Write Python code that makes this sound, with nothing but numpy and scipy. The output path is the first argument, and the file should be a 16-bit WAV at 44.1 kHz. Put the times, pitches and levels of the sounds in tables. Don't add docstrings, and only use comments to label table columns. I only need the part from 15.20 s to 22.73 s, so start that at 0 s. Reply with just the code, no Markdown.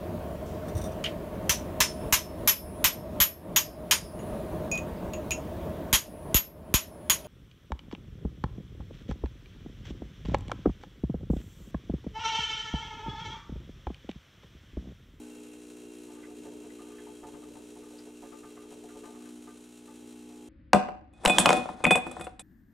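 import sys
import numpy as np
from scipy import signal
from scipy.fft import rfft, irfft, next_fast_len
from scipy.io import wavfile
from scipy.ndimage import uniform_filter1d

SR = 44100
rng = np.random.default_rng(int(sys.argv[2]) if len(sys.argv) > 2 else 0)


def rack_gain(trim_db):
    fader = np.asarray(trim_db, float)
    return 10 ** (fader / 20)


def bounce(signal):
    frames = np.transpose(np.atleast_2d(signal))
    limited = np.clip(frames, -1, 1)
    pcm = np.round(limited * 32767).astype(np.int16)
    wavfile.write(sys.argv[1], SR, pcm)


N = 332073
CUT_S, LAST_CUT_S = 5.287, 7.219
ICE_IN_S = 6.5


def rms_one(x):
    return x / np.sqrt(np.mean(x ** 2) + 1e-20)


def in_time(rows, silent=-120):
    s, *columns = np.transpose(rows)
    return [np.interp(np.arange(N) / SR, s, c, left=silent, right=silent) for c in columns]


def at_hz(points, hz):
    f, level = np.array(points)[:, :2].T
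    return np.interp(np.log(hz), np.log(f), level)


def drift(rate):
    r = np.exp(-80 * np.pi * rate / SR)
    slow = signal.lfilter([1], [1, -2 * r, r * r], rng.standard_normal(N // 40 + 4002))[4000:]
    return np.interp(np.arange(N) / 40, np.arange(len(slow)), rms_one(slow - slow.mean()))


def ring(force, hz, t60):
    r, w = rack_gain(-60 / (t60 * SR)), 2 * np.pi * hz / SR
    return signal.lfilter([0, np.sin(w)], [1, -2 * r * np.cos(w), r * r], force + 1e-18)


def tint(x, spectrum):
    size = x.shape[-1]
    gain = rack_gain(at_hz(spectrum, np.maximum(np.fft.rfftfreq(size, 1 / SR), 1)))
    return irfft(rfft(x) * rms_one(gain), size)


def add(out, s, sound):
    i = round(s * SR)
    out[..., i:i + sound.shape[-1]] += sound[..., :N - i]


# f/Hz, correlation
LIKENESS = [(30, 1), (300, 0.89), (1000, 0.3), (4000, 0.87), (12000, 0.69)]


def coloured(spectrum):
    size = next_fast_len(N)
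    hz = np.maximum(np.fft.rfftfreq(size, 1 / SR), 1)
    mid, side = rfft(rng.standard_normal((2, size))) * rack_gain(at_hz(spectrum, hz))
    alike = np.clip(at_hz(LIKENESS, hz), -1, 1)
    both = np.sqrt(1 + alike) * mid + np.sqrt(1 - alike) * side * [[1], [-1]]
    return rms_one(irfft(both, size)[:, :N])


# multiple of the stroke rate, relative level/dB
HUM = [(1, -18.5), (2, -20), (3, -22), (4, -3), (5, -0.1), (6, -3.5), (7, -2.5), (8, -11), (9, -41),
       (10, -23), (11, -29), (12, -22.5), (13, -45), (14, -17), (15, -27), (16, -36), (17, -29),
       (18, -38.5), (19, -33), (20, -53), (21, -104), (23, -37), (24, -37)]
# t/s, level/dB
LOAD = [(0.0, 1.5), (0.09, 0), (0.37, -1.5), (0.72, -0.5), (1.26, -0.5), (1.9, -1), (3.3, -1.5),
        (3.8, -0.5), (4.13, 1.5), (4.54, -2), (4.87, 1), (5.28, 0.5)]
# from t/s, then change in level/dB of the 5th, 6th, 7th-11th,
# higher multiples, and hiss
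SHOTS = [(0, 1.3, -8, -2, -1.5, 2.8), (0.372, 0.4, -3.1, -2.4, -4, 1.7), (3.88, -2, -8, -9.5, -2, 0.55)]
# f/Hz, relative level/dB per Hz
HISS = [(600, -2.5), (1200, -4), (2000, -6.5), (2800, -3), (3600, -3.5), (4900, -10), (6500, -4.5),
        (8300, -4), (10500, -9), (13000, -13), (13300, -30), (14500, -26), (15800, -24), (16100, -60)]
# f/Hz, width/Hz (each rings with t60 = 3.5 / width), relative level/dB
CASING = [(1540, 27, 4), (2790, 99, 5), (3263, 65, 7), (4160, 110, -6.5), (4260, 30, -4.5),
          (5880, 130, 1.5), (5530, 16, -31), (6420, 43, -12), (7280, 100, -1), (9000, 310, -13.5),
          (8760, 32, -1), (9000, 47, -14), (9400, 140, -2), (9800, 28, 10), (11500, 72, -13),
          (12200, 280, -6)]


def pump():
    stroke_hz, hum_db, hiss_level_db = 59.92, -46, -58.5
    fourth_follows, hiss_follows = 2.37, 0.59
    whistle_follows = 2.2
    load_db, = in_time(LOAD, silent=None)
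    start_s, *shifts = np.transpose(SHOTS)
    shot = np.searchsorted(start_s, np.arange(N) / SR, "right") - 1
    blended = uniform_filter1d(np.array(shifts)[:, shot], round(0.021 * SR), axis=1)
    fifth_db, sixth_db, middle_db, upper_db, hiss_db = blended
    turn = 2 * np.pi * stroke_hz * np.arange(N) / SR
    hum = np.zeros((2, N))
    own_shift_db = {4: (fourth_follows - 1) * load_db, 5: fifth_db, 6: sixth_db}
    for k, level_db in HUM:
        shift_db = own_shift_db.get(k, upper_db if k > 11 else middle_db * (k > 6))
        start, skew = rng.uniform(0, 2 * np.pi), rng.normal(0, 0.028)
        wobble = 0.18 * drift(3.7) * np.sqrt(k / 5)
        sway_db = (0.91 + 0.62 * (k > 5)) * drift(1.56)
        db = hum_db + level_db + load_db * (k > 3) + shift_db + sway_db
        hum += rack_gain(db) * np.sin(k * turn + start + wobble + skew * np.array([[1], [-1]]))
    throb = 1 + 0.043 * np.cos(turn) + 0.064 * np.cos(2 * turn + 1.9)
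    stroke_count = np.floor(turn / (2 * np.pi) + 0.0018 * drift(14))
    strokes = np.diff(stroke_count, prepend=0) * rack_gain(2.4 * drift(30))
    t = np.arange(900) / SR
    tick_shape = rng.standard_normal(len(t)) * np.exp(-t / 0.012)
    tick = signal.fftconvolve(strokes, tick_shape)[:next_fast_len(N)]
    drive = throb * coloured(HISS) + rack_gain(0.5) * rms_one(tint(tick, HISS))[:N]
    casing = drive.copy()
    for hz, width, db in CASING:
        level_db = db - 0.5 + whistle_follows * hiss_db * (hz < 3500) + 2 * drift(0.75)
        casing += rack_gain(level_db) * ring(drive, hz, 3.5 / width) * np.pi * width / SR
    return hum + rack_gain(hiss_level_db + hiss_db + hiss_follows * load_db + 0.29 * drift(24)) * rms_one(casing)


# t/s, level/dB, favoured pitch f/Hz
DRIPS = [(0.885, -50, 900), (1.032, -45.5, 2060), (1.101, -52.5, 730), (1.251, -41, 676),
         (1.445, -48.5, 760), (1.5, -55, 2000), (1.595, -47, 1200), (1.704, -51, 1200),
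         (1.786, -48.5, 1660), (1.867, -45.5, 926), (2.035, -39, 872), (2.08, -46, 940), (2.138, -46, 960),
         (2.231, -49.5, 1210), (2.356, -45, 846), (2.564, -46.5, 840), (2.626, -50.5, 1200),
         (2.712, -48, 700), (2.785, -51.5, 4760), (2.867, -45, 723), (3.028, -41, 810),
         (3.124, -46.5, 1200), (3.234, -45.5, 1220), (3.37, -45, 1170), (3.518, -42, 770),
         (3.637, -44.5, 693), (3.754, -41.5, 680), (3.838, -45, 1083), (3.875, -48, 760),
         (3.947, -49, 1140), (4.005, -55, 1200), (4.274, -45, 1200), (4.68, -48.5, 1200),
         (5.102, -50.5, 790)]
# f/Hz, relative level/dB, t60/s
TRAY = [(435.6, 14.5, 0.27), (555, 2, 0.15), (722, 1, 0.11), (872, 3, 0.17), (1090, -29.5, 0.068),
        (1200, 2, 0.25), (1535, -2, 0.2), (1730, -1, 0.036), (2006, 2, .04), (2420, -6, .04)]


def drips():
    spatter = [(s, -55.5, hz) for s, hz in rng.uniform([.8, 500], [4.1, 1600], (44, 2))]
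    out, t = np.zeros((2, N)), np.arange(round(.2 * SR)) / SR
    for s, db, hz in list(DRIPS) + spatter:
        splash = (t / .009) * np.exp(-t / 0.011) * rng.standard_normal(len(t))
        own_ring = rms_one(ring(splash, hz, 20 / hz))
        sound = rack_gain(-3.5 + 5.4 * np.log2(hz / 800)) * own_ring
        for mode_hz, mode_db, t60 in TRAY:
            octaves = np.log2(mode_hz / hz)
            lean_db = -18 * octaves if octaves > 0 else 7 * octaves
            sound += rack_gain(mode_db + lean_db + rng.normal(0, 2.6)) * rms_one(ring(splash, mode_hz, t60))
        pan_db = 1.5 + 6 * rng.standard_normal()
        level_db = db + 2.0 + np.array([[.5], [-.5]]) * pan_db
        add(out, s - .007, rack_gain(level_db) * sound / abs(sound).max())
    return out


# t/s, table level/dB, glass ring level/dB, contact brightness level/dB, favoured table pitch f/Hz
BLOWS = [(5.5324, -6.5, -22, -32, 964), (5.5464, -10.5, -32, -37.5, 748), (5.6854, -31.5, -70.5, -85, 756),
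         (5.9354, -70, -55.5, -71, 295), (6.035, -42, -50, -56, 780), (6.043, -32.5, -49, -48, 600),
         (6.0508, -17, -35, -25, 1300), (6.065, -22.5, -40, -42, 175.7), (6.0767, -18, -24, -27, 610),
         (6.0968, -17, -11, -27.5, 719), (6.1848, -15.5, -36, -13.5, 713), (6.1981, -22, -23, -20, 182.7),
         (6.2597, -15, -9, -28.5, 845), (6.2675, -16, -20, -41.5, 809), (6.2914, -14.5, -16, -31.5, 860),
         (6.3057, -15, -25.5, -40.5, 827), (6.328, -18.5, -23.5, -33.5, 600),
         (6.3671, -30.5, -23.5, -41.5, 178.4), (6.4564, -33.5, -47, -69, 818),
         (6.4892, -29.5, -49, -58, 834), (6.6034, -41, -67, -78, 490), (6.6198, -52, -47.5, -70.5, 173),
         (6.6395, -20.5, -21, -31, 900), (6.6566, -20.5, -40.5, -51.5, 195),
         (6.6655, -16, -15.5, -40.5, 180), (6.7081, -13, -6.5, -22.5, 723), (6.756, -19, -16.5, -31, 724),
         (6.7744, -26.5, -45, -41.5, 746), (6.8657, -31.5, -47, -49, 244), (6.9122, -40.5, -46, -47.5, 666),
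         (6.9668, -35, -58, -56, 719), (6.996, -34, -61, -52.5, 250), (7.0097, -35.5, -38.5, -44, 1450),
         (7.0418, -45, -46.5, -44, 184), (7.0689, -34, -59, -61, 655), (7.1945, -46, -46.5, -41, 732)]
# f/Hz, relative level/dB, t60/s before damping
TABLE = [(190.8, -3.5, 0.092), (253.7, -4, 0.59), (341, 0.5, 0.22), (506.7, -3, 0.14), (600, -0.5, 0.12),
         (748, 3, 0.22), (818, -0.5, 0.017), (944, -5, 0.028), (1044, -10.5, 0.11), (1222, -6, 0.084),
         (1426, -10.5, 0.078), (1750, -15.5, 0.16), (1900, -21.5, 0.1)]
# f/Hz, relative level/dB, t60/s before damping
GLASS = [(2492, -5.5, .3), (3480, -9.5, 0.16), (6150, -21, 0.077), (7700, -8, 0.05), (8000, -5.5, 0.16),
         (9050, -3, 0.12), (15330, -26, .3)]
# f/Hz, relative level/dB per Hz
CRUNCH = [(1000, -8), (2500, -6.5), (4500, -10.5), (6500, -10.5), (7800, 3.5), (9500, -5), (11300, -2.5),
          (11700, -34), (16000, -42.5)]


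def blows():
    thud, clink, t = np.zeros(N), np.zeros(N), np.arange(round(.4 * SR)) / SR
    first_hz, _, first_t60 = TABLE[0]
    after = [row[0] for row in BLOWS[1:]] + [N / SR]
    for (s, table_db, ring_db, bright_db, table_hz), until in zip(BLOWS, after):
        push = rng.standard_normal(len(t)) * np.exp(-t / 0.0071)
        heave = np.sin(2 * np.pi * first_hz * t) * t * np.exp(-t / 0.0045)
        damp = 0.49 if s > ICE_IN_S else 1
        body = np.zeros(len(t))
        for hz, db, t60 in TABLE:
            lean_db = -10.6 * min(abs(np.log2(hz / table_hz)), 1.1)
            body += rack_gain(db + lean_db + rng.normal(0, 0.87)) * rms_one(ring(push, hz, t60 * damp))
        swing_db = table_db + 4.5 - 14.5
        body = body / np.std(body[:700]) + rack_gain(swing_db) * rms_one(ring(heave, first_hz, first_t60 * damp))
        since_next = np.maximum(t - (until - s), 0)
        rest = 0.24 + 0.72 * np.exp(-since_next / 0.0013)
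        add(thud, s, rack_gain(table_db - 2.5) * rest * body)
        choke = np.clip(t / 0.00047, 0, 1) * np.exp(-since_next / .002)
        second_db = 0.39 * np.clip(bright_db - ring_db + 11.5, -10, 20)
        for hz, db, t60 in GLASS:
            level_db = (ring_db if hz < 5000 else bright_db - 2.0) + db - 0.5 + rng.normal(0, 0.68)
            level_db += second_db * (3000 < hz < 5000)
            swing = np.sin(2 * np.pi * hz * rng.normal(1, .002) * t + rng.uniform(0, 2 * np.pi))
            add(clink, s, rack_gain(level_db - 60 * t / t60) * choke * swing)
        lumps_db = 3.5 * np.interp(t, t[::90], rng.standard_normal(len(t[::90])))
        crunch = tint(rng.standard_normal(len(t)), CRUNCH)
        add(clink, s, rack_gain(bright_db - 0.3 + lumps_db - 60 * t / 0.073) * choke * crunch)
    return thud, clink


# t/s, level/dB, pitch f/Hz
CRACKS = [(5.533, 0, 3000), (6.052, -9, 2305), (6.06, 2.5, 3900), (6.076, -13, 2460), (6.185, 5, 3740),
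          (6.259, 4.5, 3000), (6.292, -2.5, 3290), (6.305, -9.5, 2500), (6.33, -6.5, 2590),
          (6.645, -8.5, 2400), (6.653, 2, 2570), (6.708, -5.5, 2500), (6.754, -10.5, 2470),
          (7.012, -31, 3560), (7.069, -33, 2560), (7.194, -30.5, 3650)]
# f/Hz, relative level/dB per Hz
CRACK = [(150, -17.5), (800, 2), (1700, -1.5), (2800, 0.5), (3600, -1.5), (5000, -6.5), (7800, -6),
         (11300, -26), (11800, -25.5), (16000, -35), (16500, -58.5)]
# up to ICE_IN_S, after it
SNAP_RINGS = (0.62, 5.3)


def cracks():
    out, t = np.zeros(N), np.arange(512) / SR
    for s, db, hz in CRACKS:
        snap = tint(rng.standard_normal(len(t)) * np.exp(-abs(t - .001) / 0.0012), CRACK)
        snap = rms_one(snap) + SNAP_RINGS[int(s > ICE_IN_S)] * rms_one(ring(snap, hz, 0.0063))
        add(out, s - .001, rack_gain(db - 3.0) * snap / abs(snap).max())
    return out


# t/s, level/dB that the hiss, glass song and table roll follow
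SLIDE = [(5.93, -86), (5.99, -79), (6.09, -58.5), (6.16, -49.5), (6.24, -49.5), (6.36, -48), (6.45, -63.5),
         (6.62, -71), (6.99, -68), (7.05, -69), (7.18, -90.5)]
# f/Hz, relative level/dB per Hz
SLIDE_COLOUR = [(1760, -34), (3000, -6), (3360, 10), (4440, -1.5), (8280, -2.5), (9800, -0.5),
                (11000, -24.5), (12000, -37), (16000, -21)]


def slide():
    slide_db, = in_time(SLIDE)
    touches = rng.random(N) < 2500 / SR
    heights = rack_gain(0.95 * np.minimum(rng.exponential(1, N), 4))
    grit = touches * heights * rng.choice([-1, 1], N)
    body = sum(rack_gain(db) * ring(grit, hz, t60 * 0.24) for hz, db, t60 in TABLE)
    song = sum(rack_gain(db) * ring(grit, hz, t60 * .6) for hz, db, t60 in GLASS)
    hiss = rack_gain(7.0) * rack_gain(2.5 * drift(40)) * coloured(SLIDE_COLOUR)
    roll_db = -43 + 0.99 * (slide_db + 64)
    return rack_gain(roll_db) * rms_one(body), rack_gain(slide_db) * (hiss + rack_gain(-4.5) * rms_one(song))


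# t/s, level/dB, f/Hz
PUFFS = [(6.066, -13.5, 24.2), (6.657, -24.5, 25.7)]


def puffs():
    out, t = np.zeros(N), np.arange(round(.2 * SR)) / SR
    for s, db, hz in PUFFS:
        add(out, s, rack_gain(db) * np.sin(2 * np.pi * hz * t) * np.exp(-t / 0.0055))
    return out


def kitchen(x):
    t60_s, wall_cut_hz = 0.49, 10100
    first = int(CUT_S * SR)
    size = next_fast_len(N - first + SR)
    z = np.exp(-2j * np.pi * np.fft.rfftfreq(size))
    dull = np.exp(-2 * np.pi * wall_cut_hz / SR)
    walls = np.zeros((2, len(z)), complex)
    for k, lag in enumerate((rng.uniform(.009, .035, 16) * SR).astype(int)):
        loop = rack_gain(-60 * lag / SR / t60_s) * (1 - dull) / (1 - dull * z) * z ** lag
        walls[k % 2] += loop / (1 - loop) * (-1) ** (k // 2)
    wet = irfft(rfft(x[first:], size) * walls, size)[:, :N - first]
    return np.pad(wet, ((0, 0), (first, 0)))


# f/Hz, relative level/dB per Hz
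RUMBLE = [(13, -53), (22, -44), (59, -13), (185, -13), (219, -4), (299, -3.5), (349, -6), (421, 3),
          (523, -5), (846, -28), (900, -8.5), (1170, -42), (1980, -120)]


def rumble():
    return rack_gain(-60.5 + 4.9 * drift(1.5)) * coloured(RUMBLE)


# f/Hz, relative level/dB per Hz
ROOM_AIR = [(15, -45.5), (25, -21.5), (65, -8.5), (151, -24), (327, -16.5), (391, -46), (533, -29),
            (695, -52.5), (1760, -41.5), (5000, -64.5), (6500, -104), (11000, -120)]


def room_air():
    return rack_gain(-53.5 + 1.1 * drift(0.7)) * coloured(ROOM_AIR) * rack_gain([[.8], [-.8]])


# f/Hz, relative level/dB per Hz
LAST_AIR = [(15, -42.5), (25, -20), (53, -11.5), (144, -19.5), (221, -13), (305, -16.5), (469, -42),
            (1410, -44), (1710, -32.5), (2360, -54), (11800, -63.5), (13900, -46), (15500, -69)]


def last_air():
    return rack_gain(-57 + 1.86 * drift(3.2)) * coloured(LAST_AIR) * rack_gain([[1.5], [-1.5]])


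def scene():
    t = np.arange(N) / SR
    later = np.clip((t - CUT_S) / 0.00083, 0, 1)
    last = np.clip((t - LAST_CUT_S) / 0.0054, 0, 1)
    machine = (pump() + rumble() + drips()) * rack_gain([[.2], [-.2]])
    thud, clink = blows()
    rolling, hiss = slide()
    stiff = signal.butter(6, 168, "high", fs=SR, output="sos")
    legs = signal.butter(2, [55, 110], "band", fs=SR, output="sos")
    shaken = rack_gain(-9.0) * signal.sosfilt(legs, thud + rolling)
    thud = signal.sosfilt(stiff, thud + rolling)
    clink = clink + cracks()
    near = (thud + shaken + puffs()) * rack_gain([[1.8], [-1.8]]) + clink * rack_gain([[-.3], [.3]]) + hiss
    low_mids = signal.butter(2, [280, 1300], "band", fs=SR, output="sos")
    width = signal.sosfilt(low_mids, np.roll(thud, round(.0016 * SR)))
    near = near + rack_gain(-9.0) * width * [[1], [-1]]
    table = near + rack_gain(-21.5) * kitchen(thud + clink) + room_air()
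    return (1 - later) * machine + later * (1 - last) * table + last * last_air()


def low_pass(x):
    return signal.sosfilt(signal.butter(12, 16370, fs=SR, output="sos"), x)


def record(dry):
    limit_db, squeeze, release_db_s, attack_s = -6.5, 0.55, 600, 0.002
    fall = release_db_s * np.arange(N) / SR
    level_db = 20 * np.log10(abs(dry).max(axis=0) + 1e-9)
    held_db = np.maximum.accumulate(level_db + fall) - fall
    over_db = np.maximum(held_db - limit_db, 0)
    r = np.exp(-1 / (attack_s * SR))
    ducked = dry * rack_gain(-squeeze * signal.lfilter([1 - r], [1, -r], over_db))
    return low_pass(1.029 * np.tanh(ducked / 1.2))


dry = scene()
out = record(dry)
bounce(out)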